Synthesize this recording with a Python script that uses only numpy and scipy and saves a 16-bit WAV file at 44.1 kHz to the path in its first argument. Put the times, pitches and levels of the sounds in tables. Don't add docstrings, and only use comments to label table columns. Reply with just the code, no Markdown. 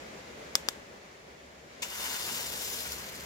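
import sys
import numpy as np
from scipy import signal
from scipy.fft import rfft, irfft, next_fast_len
from scipy.io import wavfile
from scipy.ndimage import uniform_filter1d, map_coordinates

SR = 44100
rng = np.random.default_rng(int(sys.argv[2]) if len(sys.argv) > 2 else 0)


def master(y):
    cut = np.clip(np.atleast_2d(y).T, -1, 1)
    pcm = np.round(cut * 32767)
    wavfile.write(sys.argv[1], SR, pcm.astype(np.int16))


N = 143325
T = np.arange(N) / SR
POUR_S, SPIT_ATTACK_S = 1.819, 0.0048
BURSTS_PER_S = 5000

# (frequency [Hz], relative level [dB])
FIZZ_COLOUR = [(1200, -19), (3000, -1), (4300, 1), (5200, 1.5), (6200, 0.5), (7200, 2), (7600, 1.5),
               (7950, -6.5), (9000, -2), (11000, -5.5), (12700, -1.5), (14000, -2.5), (15700, -7)]


def amp(db):
    return 10 ** (np.asarray(db) / 20)


def unit(x):
    return x / np.sqrt(np.mean(x ** 2) + 1e-20)


def along(points, hz):
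    f, v = np.transpose(points)
    return np.interp(np.log(hz + 1), np.log(f + 1), v)


def curve(rows):
    return np.interp(T, *np.transpose(rows))


def wobble(rate):
    knots = rng.standard_normal(N // 100)
    return map_coordinates(knots, [T * rate], mode="wrap")


def filtered(x, response):
    m = 2 * next_fast_len(N // 2 + SR // 10)
    hz = np.fft.rfftfreq(m, 1 / SR)
    return irfft(rfft(x, m) * response(hz), m)[..., :N]


def coloured(x, colour):
    def response(hz):
        cepstrum = irfft(np.log(amp(along(colour, hz))))
        n = np.arange(len(cepstrum))
        fold = np.where(n == 0, 1, 2 * (n < len(n) / 2))
        return np.exp(rfft(cepstrum * fold))
    return filtered(x, response)


def decay(start, t60):
    return (T >= start) * amp(-60 * np.maximum(T - start, 0) / t60)


def from_left(x, lead_ms):
    late = map_coordinates(x, [np.arange(N) - lead_ms * SR / 1000], order=5)
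    return np.array([x, late])


def diffuse(colour):
    # (frequency [Hz], coherence [-1 to 1])
    coherence = [(60, 0.95), (130, 0.94), (290, 0.83), (640, 0.034), (1410, -0.31), (3100, 0.16),
                 (7000, -0.032)]

    def response(hz):
        angle = np.arccos(along(coherence, hz)) / 2
        return amp(along(colour, hz)) * [np.cos(angle), np.sin(angle)]
    mid, side = filtered(rng.standard_normal((2, N)), response)
    return np.array([mid + side, mid - side]) / np.std(mid)


def background(fire_db=1.0, air_db=1, flutter_db=1, lean_db=.5):
    # (time [s], level [dB])
    fire_level = [(0, -52), (.5, -50), (.8, -54), (1.1, -56), (1.55, -57), (1.85, -53.5), (2.3, -51.5),
                  (2.8, -52), (3.25, -52)]
    air_level = [(0, -54), (.52, -54), (.7, -54.5), (.88, -58), (1.25, -59), (1.63, -59.5), (1.79, -56.5),
                 (3.25, -51.5)]
    drone_level = [(0, -68), (.5, -62.5), (1.1, -74), (1.7, -66), (2.4, -63.5), (3.25, -60)]
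    # (frequency [Hz], relative level [dB])
    fire_colour = [(20, -22), (40, -13.5), (60, -4.5), (100, -7.5), (150, -4), (220, -0.5), (300, -4),
                   (390, 0), (470, 0), (570, 1.5), (720, -4), (1100, -11.5), (3000, -33.5)]
    air_colour = [(200, -34), (600, -12), (900, -3), (1350, -1), (2100, 1.5), (3000, -5.5), (4500, -8),
                  (7300, -10.5), (8100, -19.5), (11000, -24), (15500, -37)]
    drone_hz, drone_width_hz = 70.3, 8.7

    def drone_band(hz):
        return 1 / (1 + (2 * (hz - drone_hz) / drone_width_hz) ** 2)
    fire = diffuse(fire_colour) * amp(curve(fire_level) + fire_db + flutter_db * wobble(18))
    air = diffuse(air_colour) * amp(curve(air_level) + air_db + 0.52 * wobble(25))
    drone = unit(filtered(rng.standard_normal(N), drone_band)) * amp(curve(drone_level))
    return (fire + air + drone) * amp([[lean_db], [-lean_db]])


def snaps(lean_db=1.54, lead_ms=0.18):
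    # (time [s], level before colour and lean [dB], ring frequency [Hz],
    # ring over crack [dB], thud over crack [dB], trim of the echoes [dB])
    splits = [(0.5538, 3.5, 5070, -9.5, -3, 1.5), (0.6868, -2, 4970, -11.5, 8, 2)]
    # (frequency [Hz], level [dB])
    colour = [(60, -18), (250, -7.5), (700, -8), (950, -4.5), (1700, -1), (2700, -6), (3150, 0), (3600, 4),
              (3950, -5.5), (4700, -2.5), (7500, 1.5), (8600, -8), (11000, -9.5), (12600, -6.5),
              (16000, -17)]
    # (delay [s], level before trim [dB], T60 [s])
    echoes = [(.0006, -0.5, 0.012), (.0055, -11.5, 0.031), (0.013, -15.5, .22)]
    ring_t60_s, thud_hz = 0.0045, 1500
    out = np.zeros((2, N))
    for s, db, hz, ring_db, thud_db, echo_db in splits:
        sample = round(s * SR)
        start = sample / SR
        crack = 1. * (np.arange(N) == sample)
        ring = amp(ring_db) * decay(start, ring_t60_s) * np.cos(2 * np.pi * hz * (T - start))
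        direct = filtered(crack + ring, lambda f: 1 + amp(thud_db) / (1 + 1j * f / thud_hz))
        snap = from_left(direct, lead_ms)
        for delay, level_db, t60 in echoes:
            echo = rng.standard_normal((2, N)) * decay(start + delay, t60)
            snap = snap + amp(level_db + echo_db) * echo / np.linalg.norm(echo[0])
        out += amp(db) * snap
    return coloured(out, colour) * amp([[lean_db], [-lean_db]])


def burble(flutter_db=2.5):
    # (time [s], level [dB])
    level = [(1.9, -78), (2.3, -59), (2.5, -55.5), (2.65, -62), (2.8, -52.5), (2.95, -58), (3.05, -52.5),
             (3.25, -61)]
    # (frequency [Hz], relative level [dB])
    colour = [(30, -25), (70, -7), (130, -0.5), (220, 0), (330, -4), (450, 0), (700, -18), (2000, -50)]
    return diffuse(colour) * amp(curve(level) + flutter_db * wobble(21.92)) * (T > POUR_S)


def bursts(rate):
    spread_db, steam_share = 3.5, 0.41
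    chance = np.clip(rate / SR, 1 / SR, 1)
    hits = rng.random((3, N)) < chance
    sizes = amp(spread_db * np.clip(rng.standard_normal((3, N)), -2, 2))
    signed = unit(sizes * rng.choice([-1, 1], (3, N)))
    ticks = hits * signed / np.sqrt(chance)
    hiss = rng.standard_normal((3, N))
    return np.sqrt(1 - steam_share) * ticks + np.sqrt(steam_share) * hiss


def patchy(x, depth_db):
    z = signal.stft(x, nperseg=512)[2]
    field = rng.standard_normal(z.shape[1:])
    field = uniform_filter1d(field, size=5, axis=0)
    field = uniform_filter1d(field, size=7, axis=1)
    return signal.istft(z * amp(depth_db * unit(field)), nperseg=512)[1][:, :N]


def from_pan(voices, colour, patchy_db=1.23):
    # (frequency [Hz], width [Hz], level over direct sound before damping [dB])
    modes = [(973, 76, -1), (2860, 39, 5), (3590, 33, 10.5), (6660, 49, -9), (7550, 74, -5)]
    # (frequency [Hz], share [0 to 1])
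    direct_share = [(1000, 0.41), (3000, 0.54), (5000, .55), (7300, 0.23), (9000, 0.16), (15000, 0.17)]
    # (time [s], lead [ms])
    lead = [(1.85, 0.18), (2.3, 0.18), (2.68, 0.17), (2.82, 0.17), (3.2, 0.16)]
    batter_damps_db_per_s, lean_db = 25, 1.64
    tub_echo_s, tub_echo_db = .00139, -18.5

    def resonance(f):
        return sum(amp(db) * 1j * f * w / (c * c - f * f + 1j * f * w) for c, w, db in modes)

    def tub(hz):
        return 1 + amp(tub_echo_db) * np.exp(-2j * np.pi * hz * tub_echo_s)
    damping = amp(-batter_damps_db_per_s * np.maximum(T - POUR_S, 0))
    voices = voices + filtered(voices, resonance) * damping
    voices = filtered(voices, tub)
    direct = filtered(voices[0], lambda hz: np.sqrt(along(direct_share, hz)))
    scattered = filtered(voices[1:], lambda hz: np.sqrt(1 - along(direct_share, hz)))
    pair = from_left(direct, curve(lead)) + scattered
    return unit(patchy(coloured(pair, colour), patchy_db)) * amp([[lean_db], [-lean_db]])


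def spit():
    # (frequency [Hz], relative level [dB])
    colour = [(400, -25), (1000, -4.5), (1500, -13), (2000, -1.5), (2500, 4.5), (3200, -0.5), (4300, -3.5),
              (5500, 1), (6700, -1), (7600, 3), (8000, -8), (13000, -10), (16000, -12)]
    level_db, hold_s, t60_s = -31.5, 0.0079, 0.12
    rise = np.clip((T - POUR_S) / SPIT_ATTACK_S, 0, 1)
    release = POUR_S + SPIT_ATTACK_S + hold_s
    envelope = rise * ((T < release) + decay(release, t60_s))
    return amp(level_db) * envelope * from_pan(bursts(BURSTS_PER_S), colour)


def pops():
    # (time [s], level [dB])
    puffs = [(2.108, -40), (2.223, -34), (2.252, -43), (2.372, -38), (2.66, -37), (2.92, -30.5),
             (2.929, -34), (3.149, -40), (3.2, -40.5), (3.207, -42)]
    t60_s = 0.028
    envelope = sum(amp(db) * decay(s, t60_s) for s, db in puffs)
    return envelope * from_pan(bursts(BURSTS_PER_S), FIZZ_COLOUR)


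def sizzle(fizz_db=2, boil_db=1, fizz_flutter_db=0.97, boil_flutter_db=1.67, bubbles_per_s=1500):
    # (time [s], level [dB])
    fizz_level = [(1.86, -47.5), (1.92, -44), (2.03, -38), (2.15, -38), (2.4, -38), (2.51, -40),
                  (2.65, -37.5), (2.8, -39), (2.9, -42), (3.02, -45.5), (3.12, -49), (3.25, -50.5)]
    boil_level = [(1.86, -50), (2.03, -42), (2.2, -43), (2.38, -43.5), (2.5, -47), (2.8, -47), (3, -49.5),
                  (3.25, -57.5)]
    # (frequency [Hz], relative level [dB])
    boil_colour = [(300, -23.5), (700, -5), (1000, 2.5), (1250, -2.5), (1550, 1.5), (2100, -1),
                   (2600, -1.5), (3100, -2), (3600, -11), (4500, -17.5), (8000, -20.5)]
    density_power = 1.1
    wet = np.clip((T - POUR_S) / SPIT_ATTACK_S, 0, 1)
    level = curve(fizz_level)
    rate = BURSTS_PER_S * amp(level - level.max()) ** (2 * density_power)
    fizz_gain = amp(level + fizz_db + fizz_flutter_db * wobble(130))
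    boil_gain = amp(curve(boil_level) + boil_db + boil_flutter_db * wobble(50))
    fizz = from_pan(bursts(rate), FIZZ_COLOUR) * fizz_gain
    boil = from_pan(bursts(bubbles_per_s), boil_colour) * boil_gain
    return wet * (fizz + boil)


def scene():
    return background() + snaps() + burble() + spit() + pops() + sizzle()


def record(dry):
    ceiling, top_hz = 1.0, 15750
    rounded = dry / (1 + (dry / ceiling) ** 4) ** .25
    return filtered(rounded, lambda hz: 1 / np.sqrt(1 + (hz / top_hz) ** 200))


dry = scene()
out = record(dry)
master(out)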